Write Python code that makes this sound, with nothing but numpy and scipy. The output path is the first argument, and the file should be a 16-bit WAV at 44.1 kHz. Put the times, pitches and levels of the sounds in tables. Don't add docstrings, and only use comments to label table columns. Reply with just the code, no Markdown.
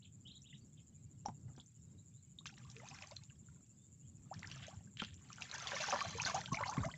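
import sys
import numpy as np
from scipy import signal
from scipy.fft import rfft, irfft, next_fast_len
from scipy.io import wavfile
from scipy.ndimage import map_coordinates

SR = 44100
rng = np.random.default_rng(int(sys.argv[2]) if len(sys.argv) > 2 else 0)


def put_to_file(sound):
    columns = np.atleast_2d(sound).T
    safe = np.clip(columns, -1, 1)
    whole_steps = np.round(safe * 32767)
    wavfile.write(sys.argv[1], SR, whole_steps.astype(np.int16))


N = 307377

# start in seconds, gurgle, spray and slap levels in dB, decay in seconds.
SPLASH_EVENTS = [(1.2526, -51, -56, -47.5, 0.0085), (1.284, -48.5, -64, -41.5, 0.0076),
                 (1.481, -66, -75, -59.5, 0.034), (1.579, -76, -66.5, -51.5, 0.015),
                 (2.457, -62.5, -52.5, -80, 0.028), (5.021, -69, -66, -34.5, 0.0063),
                 (5.408, -47, -48, -60, 0.011), (5.761, -42, -53, -55, 0.0064),
                 (5.802, -47, -42, -54, 0.027), (5.871, -40.5, -42.5, -58, 0.022),
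                 (5.926, -38.5, -52, -50.5, 0.049), (6.255, -41, -39.5, -54.5, 0.035),
                 (6.345, -43, -47.5, -52.5, 0.047), (6.527, -48.5, -50, -62, 0.023),
                 (6.655, -47.5, -50.5, -78, 0.046), (6.737, -52, -51.5, -70, 0.017),
                 (6.781, -60, -55, -38, 0.027), (6.835, -61, -52, -66, 0.014)]
# pitch in Hz, relative strength in dB.
FINE_BUBBLE_COLOUR = [(1900, -7.5), (2400, -1.5), (3300, -2), (4600, -4), (6200, 4), (7400, -19.5)]
GURGLE, SPRAY = 0, 1


def slosh(gurgle_db=-1.5, spray_db=-2, mist_db=-9):
    # bubble pitch in Hz, relative strength in dB.
    gurgle_colour = [(380, -14.5), (540, -5.5), (800, 5.5), (1150, 2.5), (1550, 8), (2000, -5)]
    t = np.arange(SR // 3) / SR
    clumps = unit_rms(gain_of(3 * drift(90)))
    gurgle_power = stroke_power(GURGLE) * gain_of(gurgle_db) ** 2
    spray_power = stroke_power(SPRAY) * (gain_of(spray_db) * clumps) ** 2
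    for start_s, low_db, high_db, _, decay_s in SPLASH_EVENTS:
        decay = np.exp(-t / decay_s)
        add(gurgle_power, start_s, (gain_of(low_db) * decay) ** 2)
        add(spray_power, start_s, (gain_of(high_db) * decay) ** 2)
    gurgle = swarm(gurgle_power, 397.4, 1987, gurgle_colour,
                   per_s=520, crowding=0.22, cycles=19.5, spread_db=20)
    spray = swarm(spray_power, 1908, 7050, FINE_BUBBLE_COLOUR,
                  per_s=1500, crowding=0.32, cycles=24, spread_db=21.5)
    mist = noise([(200, -37), (500, -14), (1200, 2.5), (2000, -14), (6800, 11), (8000, -11.5),
                  (12500, -22), (16000, -6)])
    gurgle *= unit_rms(gain_of(3 * drift(450)))
    mist *= np.sqrt(spray_power) * gain_of(mist_db + 2 * drift(150))
    return gurgle + spray + mist


def stroke_power(layer, rise_db=27.5, fall_db=27, curve=1.464):
    # fastest moment, wind-up and run-down in seconds, gurgle and spray levels in dB.
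    net_strokes = [(2.6, 0.13, 0.48, -67.5, -69.5), (2.93, 0.34, 0.44, -62.5, -59.5),
                   (3.53, 0.13, 0.11, -73, -79), (4.36, .07, 0.14, -69, -68.5),
                   (4.579, 0.4, 0.36, -58.5, -61.5), (5.8, 0.62, 0.76, -46.5, -46.5),
                   (6.312, 0.29, 0.24, -47.5, -51.5), (6.62, 0.26, 0.72, -52, -60.5)]
    power = np.full(N, 1e-14)
    for peak_s, wind_up_s, run_down_s, *levels_db in net_strokes:
        t = np.arange(N) / SR - peak_s
        before = np.clip(-t / wind_up_s, 0, 1)
        after = np.clip(t / run_down_s, 0, 1)
        db = levels_db[layer] - rise_db * before ** curve - fall_db * after ** curve
        power += gain_of(db) ** 2 * (before + after < 1)
    return power


def plops(gain_db=1, flutter_db=2, fade_db=19, cycles=17, ring_on_s=0.0035):
    # start in seconds, level in dB, first pitch in Hz, glide in octaves.
    single_bubbles = [ (.419, -54.5, 6100, -0.27), (.528, -54, 2110, -0.29), (1.2577, -35.5, 835, -0.13),
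                      (1.26, -43, 5810, -0.13), (1.574, -59.5, 3220, 0.33), (1.599, -52.5, 3350, 0.69),
                      (1.611, -58, 3300, 0.67), (1.661, -56, 6230, -0.05), (2.387, -42.5, 3470, 0.31),
                      (2.408, -64.5, 1070, 0.42), (2.459, -47.5, 1455, 1), (2.49, -53, 1380, 1.55),
                      (2.525, -60, 817, -0.21), (2.612, -62, 1200, 0.21), (2.797, -51, 2140, -0.36),
                      (2.8, -58, 1270, -0.22), (2.855, -54.5, 2450, 0.1), (2.912, -53, 2500, .3),
                      (2.929, -56, 950, 0.95), (3.018, -59, 754, .3), (3.034, -44.5, 1834, 0.97),
                      (3.04, -53, 1160, -0.32), (3.072, -62, 780, 0.27), (3.108, -53.5, 890, 0.47),
                      (3.166, -40.5, 4100, 0.035), (3.298, -56.5, 2930, -0.54), (4.312, -41, 692, 1.36),
                      (4.443, -43.5, 1505, 1.3), (4.679, -49, 604, 0.85), (4.725, -52.5, 726, 0.46),
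                      (5.0, -36, 2960, 0.45), (5.302, -48.5, 1280, -0.33), (5.549, -38, 1810, -0.31),
                      (5.718, -44.5, 1010, -.1), (5.731, -36.5, 576, -0.19), (5.762, -37.5, 1067, 0.34),
                      (5.764, -37.5, 2120, .3), (5.8, -36, 631, -0.097), (5.885, -35.5, 848, -0.27),
                      (5.905, -33.5, 6020, .03), (5.909, -40, 1610, 0.16), (5.923, -31, 770, -0.12),
                      (5.926, -34, 539, 0.3), (6.0124, -30.5, 1125, 0.21), (6.048, -39.5, 682, -0.018),
                      (6.15, -44, 464, -0.019), (6.184, -40, 904, 1.37), (6.199, -28.5, 2426, 0.34),
                      (6.25, -30, 4450, 0.12), (6.262, -36.5, 1656, -0.39), (6.271, -34, 1594, -0.18),
                      (6.28, -39, 694, -0.034), (6.297, -34, 1096, -0.22), (6.363, -36, 1067, 0.69),
                      (6.372, -33, 722, 0.4), (6.544, -32.5, 2130, 0.49), (6.571, -33.5, 2330, -0.16),
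                      (6.586, -40.5, 1240, 0.55), (6.606, -39.5, 592, -0.2), (6.606, -37.5, 1033, -0.11),
                      (6.626, -33.5, 980, 1.6), (6.635, -33.5, 1910, 0.42), (6.68, -37, 4420, .02),
                      (6.691, -41, 1210, -0.28), (6.781, -44, 2106, 0.27), (6.833, -37, 1130, 0.69),
                      (6.846, -40.5, 2050, 0.093), (6.883, -45.5, 856, 1.6), (6.914, -46.5, 3210, -0.15),
                      (6.939, -46, 2030, -0.035),]
    out = np.zeros(N)
    for start_s, db, hz, octaves in single_bubbles:
        swell = 0.11 + 0.052 * max(octaves, 0)
        life_s = cycles / hz + ring_on_s
        add(out, start_s, gain_of(db) * bubble(hz, hz * 2 ** octaves, life_s, swell, fade_db))
    lag_s = 5.5e-5 * drift(220)
    shaken = map_coordinates(out, [np.arange(N) + lag_s * SR], order=3)
    return shaken * gain_of(gain_db + flutter_db * drift(250))


def drops(gain_db=1, ring_s=0.0014, slap_s=0.0012, spatter_s=0.0065, skirt_db=-19):
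    # start in seconds, level in dB, pitch in Hz.
    large_drops = [(0.276, -66, 5330), (.582, -66, 5700), (1.256, -44, 1150), (1.2606, -51, 5750),
                   (1.2857, -39, 910), (1.564, -59, 5850), (2.4569, -42.5, 2520), (2.457, -44.5, 1230),
                   (2.47, -44, 3180), (2.54, -54, 2860), (2.579, -51.5, 1920), (2.583, -54, 5600),
                   (2.7008, -54, 5560), (2.715, -50.5, 5960), (2.766, -46.5, 2530), (2.8872, -46, 6340),
                   (2.9874, -48, 2400), (3.024, -42, 2550), (3.112, -50.5, 4600), (3.1662, -49, 3570),
                   (3.2362, -52.5, 6800), (3.664, -70, 5850), (4.341, -50, 5530), (4.393, -50, 5600),
                   (4.4307, -40, 1980), (4.473, -50, 5170), (4.515, -42, 2780), (4.682, -51, 6000),
                   (4.9714, -44.5, 3030), (5.018, -41.5, 3260), (5.0202, -32, 1360), (5.0317, -44.5, 3250),
                   (5.0378, -39.5, 2800), (5.048, -42.5, 3120), (5.1422, -56, 5770), (5.33, -47.5, 5670),
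                   (5.4214, -33.5, 2630), (5.5137, -39.5, 3940), (5.6716, -33, 3410), (5.8085, -41, 3390),
                   (5.871, -36, 1100), (5.9193, -33, 2480), (5.936, -26, 1060), (5.9442, -30, 960),
                   (5.9606, -26.5, 990), (6.0069, -36.5, 2450), (6.237, -36, 1410), (6.415, -37.5, 1890),
                   (6.4595, -38, 3120), (6.6114, -31.5, 1100), (6.769, -32, 1110)]
    out, t = np.zeros(N), np.arange(SR // 20) / SR
    impact_shape = 0.68 * np.exp(-t / slap_s) + 0.22 * np.exp(-t / spatter_s)
    attack = 1 - np.exp(-t / 0.000084)
    for start_s, db, hz in large_drops + drips():
        band = [(hz / 3, skirt_db), (hz / 1.96, 0), (hz * 1.36, 0), (hz * 4, skirt_db)]
        impact = coloured(rng.standard_normal(len(t)) * impact_shape, band)
        ring = attack * np.exp(-t / ring_s * np.sqrt(hz / 3000)) * np.sin(2 * np.pi * hz * t)
        add(out, start_s, gain_of(db + gain_db) * (impact + ring))
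    return coloured(out, [(300, -5.5), (1200, 0.5), (6400, 8), (7400, -4.5), (10000, -12), (16000, -29)])


def drips(per_s=11, low_hz=2400, high_hz=6500, spread_db=6):
    spray_db = 10 * np.log10(stroke_power(SPRAY))
    falls = rng.random(N) < per_s / SR
    hz = low_hz * (high_hz / low_hz) ** rng.random(N)
    db = spray_db + spread_db * rng.uniform(-1, 1, N)
    return [(k / SR, db[k], hz[k]) for k in np.flatnonzero(falls & (spray_db > -100))]


def gulps():
    # start in seconds, level in dB, first pitch in Hz, life in seconds.
    cavities = [(1.294, -48, 136, 0.057), (6.523, -26, 164, 0.025), (6.778, -24, 179, 0.025),
                (6.799, -28.5, 116, 0.046), (6.859, -31, 164, 0.037)]
    out = np.zeros(N)
    for start_s, db, hz, life_s in cavities:
        add(out, start_s, gain_of(db) * bubble(hz, hz * 0.35, life_s, swell=0.098))
        add(out, start_s, gain_of(db - 14) * bubble(hz * 2.016, hz * 0.98, life_s, swell=0.57))
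    return out


def glugs(fade_db=7, waver=0.03, flutter_db=3.5):
    # start in seconds, level in dB, first and target pitch in Hz, glide time in seconds.
    air_pockets = [(2.643, -63, 900, 1220, 0.02), (2.75, -56, 415, 489, 0.056),
                   (2.813, -55, 490, 1088, 0.061), (2.81, -60, 993, 716, .045),
                   (2.909, -50, 750, 814, 0.017), (3.023, -60, 560, 700, 0.038),
                   (3.113, -50.5, 577, 670, 0.024), (6.2, -39.5, 728, 1286, 0.027),
                   (6.341, -30.5, 633, 1036, 0.022), (6.515, -37.5, 1136, 1015, 0.029),
                   (6.533, -44, 614, 725, 0.05), (6.564, -38, 793, 1015, 0.06),
                   (6.655, -35, 850, 1230, 0.019), (6.67, -40, 712, 1067, 0.072),
                   (6.743, -43, 607, 1004, 0.028), (6.763, -37.5, 1064, 1040, 0.021),
                   (6.837, -39, 572, 748, 0.039), (6.859, -38.5, 736, 652, 0.024)]
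    out = np.zeros(N)
    bend = 1 + waver * drift(160)
    for start_s, db, first_hz, target_hz, glide_s in air_pockets:
        u = np.arange(int(1.3 * glide_s * SR)) / (glide_s * SR)
        hz = first_hz * (target_hz / first_hz) ** u * np.roll(bend, -round(start_s * SR))[:len(u)]
        shape = np.interp(u, [0, 0.25, 0.9, 1.3], [0, 1, 1, 0])
        add(out, start_s, gain_of(db - fade_db * u) * shape * sine(hz))
    return out * gain_of(flutter_db * drift(170))


def spatters(attack_s=0.00035):
    # start in seconds, level in dB, decay in seconds.
    bursts = [(4.338, -55.5, .014), (4.428, -53.5, 0.0063), (4.514, -52, .006), (5.42, -43.5, .005),
              (5.542, -40, 0.004), (5.579, -45, 0.0056), (5.752, -53, 0.0052), (5.811, -45, 0.011),
              (5.894, -44.5, 0.021), (6.016, -46, 0.011), (6.104, -45, 0.0076), (6.173, -44, 0.0099),
              (6.2135, -38.5, .006), (6.227, -36, 0.006), (6.262, -38, 0.01), (6.292, -37, 0.0098),
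              (6.307, -42, 0.0036), (6.344, -36, 0.0068), (6.351, -47.5, 0.011), (6.385, -53, 0.0098),
              (6.522, -47.5, 0.015), (6.542, -44, 0.01), (6.658, -46, 0.012), (6.67, -46.5, .016),
              (6.696, -46.5, .012), (6.734, -56, 0.0063), (6.822, -53.5, 0.026), (6.848, -49, .008)]
    # bubble pitch in Hz, relative strength in dB.
    droplet_colour = [(3200, -9.5), (4400, -6.5), (5200, -2.5), (6500, 3), (7100, -5.5)]
    power, t = np.full(N, 1e-14), np.arange(SR // 8) / SR
    attack = 1 - np.exp(-t / attack_s)
    for start_s, db, decay_s in bursts:
        add(power, start_s, (gain_of(db) * attack * np.exp(-t / decay_s)) ** 2)
    return swarm(power, 3200, 7100, droplet_colour, per_s=970, crowding=0.35, cycles=24, spread_db=10.5)


def slaps(attack_s=0.000091):
    push, t = np.zeros(N), np.arange(SR // 3) / SR
    attack = 1 - np.exp(-t / attack_s)
    for start_s, _, _, db, decay_s in SPLASH_EVENTS:
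        add(push, start_s, gain_of(db) * attack * np.exp(-t / decay_s))
    dull = noise([(60, -20), (200, 7.5), (450, -10), (700, -10), (1500, -19.5), (2500, -35), (5000, -51)])
    return push * dull


def crackle(gain_db=-5):
    # frequency in Hz, relative strength in dB.
    pop_colour = [(900, -1), (1500, 1.5), (2600, 2.5), (4400, -4.5), (6200, -1.5), (7000, -11)]
    power = stroke_power(SPRAY) * gain_of(gain_db) ** 2
    return swarm(power, 937, 6800, pop_colour, per_s=3000, crowding=0.14, cycles=6.5, spread_db=10)


def swishes():
    # loudest moment in seconds, level in dB, rise and decay in seconds.
    surges = [(4.53, -59.5, 0.052, 0.06), (4.646, -52.5, 0.038, 0.029), (5.001, -43, 0.0083, 0.0085),
              (5.036, -49, 0.0082, 0.012), (5.066, -59.5, 0.017, 0.057), (5.675, -57, 0.016, 0.022)]
    # bubble pitch in Hz, relative strength in dB.
    mesh_colour = [(1500, 5.5), (2300, -4), (3100, 12), (3800, 0.5), (4800, -23)]
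    power, t = np.full(N, 1e-14), np.arange(N) / SR
    for peak_s, db, rise_s, decay_s in surges:
        shape = np.exp(np.minimum((t - peak_s) / rise_s, (peak_s - t) / decay_s))
        power += (gain_of(db) * shape) ** 2
    return swarm(power, 1510, 4920, mesh_colour, per_s=2700, crowding=0.33, cycles=7.5, spread_db=12.5)


def slosh_ring(peak_s=6.05, peak_db=-51.5, slope_db_per_s=62.5, impulses_per_s=400):
    # pitch in Hz, width in Hz (capped at 70 below), level in dB.
    ring_pitches = [(2360, 31, -8), (3210, 37, 4.5), (3450, 30, -9), (3420, 35, -4), (4060, 48, 7),
                    (4030, 72, -10)]
    impulses = rng.standard_normal(N) * (rng.random(N) < impulses_per_s / SR)
    t = np.arange(SR // 10) / SR
    ring = sum(gain_of(db) * np.exp(-np.pi * min(width_hz, 70) * t) * np.sin(2 * np.pi * hz * t)
               for hz, width_hz, db in ring_pitches)
    level_db = peak_db - slope_db_per_s * abs(np.arange(N) / SR - peak_s)
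    return unit_rms(signal.oaconvolve(impulses, ring)[:N]) * gain_of(level_db)


def swarm(power, low_hz, high_hz, colour, per_s, crowding, cycles, spread_db):
    rate = per_s * (power / gain_of(-50) ** 2) ** crowding
    starts = np.flatnonzero(rng.random(N) < rate / SR)
    loudness, pitch, life, glide = rng.random((N, 4))[starts].T
    hz = low_hz * (high_hz / low_hz) ** pitch
    last_hz = hz * (0.92 + 0.22 * glide ** 2)
    life_s = cycles * 4 ** (life - 0.5) / hz
    strength = unit_rms(gain_of(spread_db * loudness ** 2 + np.interp(hz, *np.transpose(colour))))
    strength *= np.sqrt(power[starts] * SR / rate[starts])
    out = np.zeros(N)
    for k, start in enumerate(starts):
        ring = bubble(hz[k], last_hz[k], life_s[k], swell=0.08)
        add(out, start / SR, strength[k] * ring / np.linalg.norm(ring))
    return out


def bubble(first_hz, last_hz, life_s, swell, fade_db=20):
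    age = np.arange(int(2 * life_s * SR) + 2) / (life_s * SR)
    hz = first_hz * (last_hz / first_hz) ** np.minimum(age, 1) ** 1.53
    rise = np.sin(np.pi / 2 * np.minimum(age / swell, 1)) ** 2
    fall = gain_of(-fade_db * np.maximum(age - swell, 0) / (1 - swell))
    return rise * fall * np.minimum(2 - age, 1) * sine(hz)


def bird(gain_db=-1, rasp_per_s=900, flick_s=0.0125, upsweep_curve=1.7):
    # start in seconds, level in dB, length in seconds, first pitch, top pitch and rasp in Hz.
    syllables = [(0.018, -59.5, .027, 2810, 4080, 200), (0.045, -57, 0.019, 2650, 3390, 200),
                 (0.062, -67, 0.019, 2720, 3490, 200), (.249, -50.5, 0.047, 2890, 3800, 70),
                 (0.293, -54.5, 0.039, 2650, 4200, 70), (0.336, -54.5, 0.047, 3230, 4000, 109),
                 (.438, -59.5, 0.049, 2550, 3840, 70), (0.485, -57.5, 0.035, 2660, 3640, 70),
                 (0.522, -56.5, 0.042, 2570, 3900, 70), (0.768, -64, 0.024, 2760, 3510, 221),
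                 (0.791, -65.5, .02, 2660, 3290, 220), (.6, -72, 0.036, 4400, 4700, 60),
                 (1.978, -69, 0.028, 3800, 3960, 50), (2.118, -76, 0.097, 3500, 4180, 80),
                 (3.75, -80, 0.11, 3450, 3630, 25), (3.996, -77.5, 0.087, 2670, 3340, 50)]
    out, quiver = np.zeros(N), drift(rasp_per_s)
    for start_s, db, length_s, first_hz, top_hz, rasp_hz in syllables:
        u = np.linspace(0, 1, int(length_s * SR))
        turn = np.clip(1 - flick_s / length_s, 0.25, 0.8)
        upsweep = (u / turn) ** upsweep_curve
        flick = np.interp(u, [turn, 0.75 * turn + 0.25, 1], [1, 0.9, -0.35])
        hz = first_hz + (top_hz - first_hz) * np.minimum(upsweep, flick)
        hz += rasp_hz * quiver[round(start_s * SR):][:len(u)]
        shape = np.interp(u, [0, 0.3 * turn, turn, 1], [0, 0.55, 1, 0.1])
        add(out, start_s, gain_of(db + gain_db) * shape * sine(hz))
    return out * gain_of(2 * drift(152.7))


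def near_insect(level_db=-72, strokes_per_s=133.5, top_hz=7600, sweep_hz=1050, rasp=0.38):
    # time in seconds, chirps per second.
    chirp_pace = [(0, 13.5), (.8, 13.5), (1, 12.54), (2.5, 12.54), (2.95, 13.1), (7, 13.16)]
    t = np.arange(N) / SR
    chirp_count = np.cumsum(np.interp(t, *np.transpose(chirp_pace))) / SR + 0.082 + 0.03 * drift(20)
    gate = np.clip(2 * np.cos(2 * np.pi * chirp_count) + 0.3 * drift(13), 0.05, 1)
    chirp_offset = 0.3 * np.sin(2.4 * np.floor(chirp_count + 0.5))
    stroke_phase = (strokes_per_s * t + 0.012 * drift(40) + chirp_offset) % 1
    tone = np.sin(2 * np.pi * (top_hz - sweep_hz * stroke_phase / 2) * stroke_phase / strokes_per_s)
    scrape = noise([(6100, -31), (6700, -12), (7200, 5.5), (7700, -7), (8500, -23)])
    chirps = unit_rms(gate * np.sin(np.pi * stroke_phase) ** 2 * (tone + rasp * scrape))
    return chirps * gain_of(level_db + 1.6 * drift(11) + drift(110)), gate


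def insect_chorus(gate, wing_hz=7340, width_hz=37, ring_db=-4, ring_floor=0.28):
    # frequency in Hz, relative level in dB.
    hiss_spectrum = [(5500, -46), (6300, -10.5), (6900, -2.5), (7250, -2), (7550, 6), (7850, -5.5),
                     (8300, -15.5), (9200, -13), (9800, -25)]
    # time in seconds, level in dB.
    chorus_levels = [(0, -76.5), (2.3, -75.5), (2.9, -72.5), (3.5, -74), (4.1, -74), (7, -68.5)]
    t = np.arange(N) / SR
    phase = 2 * np.pi * wing_hz * t
    narrow_band = drift(width_hz) * np.sin(phase) + drift(width_hz) * np.cos(phase)
    ring = gain_of(ring_db) * unit_rms(narrow_band * (ring_floor + gate))
    hiss = noise(hiss_spectrum) * gain_of(2 * drift(130))
    return (hiss + ring) * gain_of(np.interp(t, *np.transpose(chorus_levels)))


def rumble(start_db=-58.5, growth_db_per_s=0.65, swell_db=2.5, flutter_db=3):
    # frequency in Hz, relative level in dB.
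    rumble_spectrum = [(20, -24), (40, -29.5), (60, -12), (90, -1), (135, 1.5), (200, -7), (300, -18.5),
                       (450, -29), (700, -37.5), (1500, -47.5), (3000, -73)]
    level_db = start_db + growth_db_per_s * np.arange(N) / SR + swell_db * drift(6.4)
    steady = noise(rumble_spectrum)
    low = coloured(steady, [(95, 0), (135, -40)])
    high = coloured(steady, [(150, -40), (200, 0)])
    bands = [(low, flutter_db), (steady - low - high, flutter_db), (high, flutter_db / 2)]
    fluttering = sum(band * gain_of(depth_db * drift(24)) for band, depth_db in bands)
    return unit_rms(fluttering) * gain_of(level_db)


def air(level_db=-81):
    # frequency in Hz, relative level in dB.
    air_spectrum = [(300, -7), (1500, 4), (3000, 2), (6000, 2), (8000, 7), (10000, -5), (16000, 2)]
    return gain_of(level_db) * noise(air_spectrum)


def seep(level_db=-89):
    power = np.full(N, gain_of(level_db) ** 2)
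    return swarm(power, 2000, 6200, FINE_BUBBLE_COLOUR, per_s=150, crowding=0, cycles=70, spread_db=9)


def bank_echo(x, wet_db, t60_s):
    t = np.arange(SR // 2) / SR
    taps = rng.standard_normal(len(t)) * (rng.random(len(t)) < 0.05) * (t > 0.003)
    taps *= gain_of(-60 * t / t60_s)
    return x + gain_of(wet_db) * signal.oaconvolve(x, taps / np.linalg.norm(taps))[:N]


def gain_of(db):
    return 10 ** (np.asarray(db) / 20)


def unit_rms(x):
    return x / np.sqrt(np.mean(x ** 2) + 1e-20)


def sine(hz):
    return np.sin(2 * np.pi * np.cumsum(hz) / SR)


def add(mix, start_s, sound):
    part = mix[max(round(start_s * SR), 0):][:len(sound)]
    part += sound[:len(part)]


def coloured(x, points):
    hz, db = np.transpose(points)
    size = next_fast_len(len(x) + SR // 10)
    bins_hz = np.fft.rfftfreq(size, 1 / SR)
    response = gain_of(np.interp(np.log(bins_hz + 1), np.log(hz + 1), db))
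    return irfft(rfft(x, size) * response, size)[:len(x)]


def noise(points):
    return unit_rms(coloured(rng.standard_normal(N), points))


def drift(per_s):
    knots = rng.standard_normal(N // 100)
    return unit_rms(map_coordinates(knots, [np.arange(N) / SR * per_s], order=3, mode="wrap"))


def scene():
    water = plops() + glugs() + drops() + slosh() + crackle() + spatters() + swishes() + slaps()
    near = bank_echo(water + slosh_ring(), wet_db=-12, t60_s=0.094) + gulps()
    far = bank_echo(bird() + seep(), wet_db=-5.5, t60_s=0.13)
    chirps, gate = near_insect()
    return (near + far + chirps + insect_chorus(gate) + rumble() + air())[None]


def record(dry):
    # frequency in Hz, gain in dB.
    mic_response = [(20, -4), (7200, -1), (7700, -2.5), (8200, -9.5), (9500, -10.5), (12500, -12.5),
                    (15000, -13.5)]
    cutoff_hz = 15650
    low_pass = signal.firwin(511, cutoff_hz, window=("kaiser", 9), fs=SR)
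    return signal.oaconvolve(coloured(dry[0], mic_response), low_pass, "same")[None]


dry = scene()
out = record(dry)
put_to_file(out)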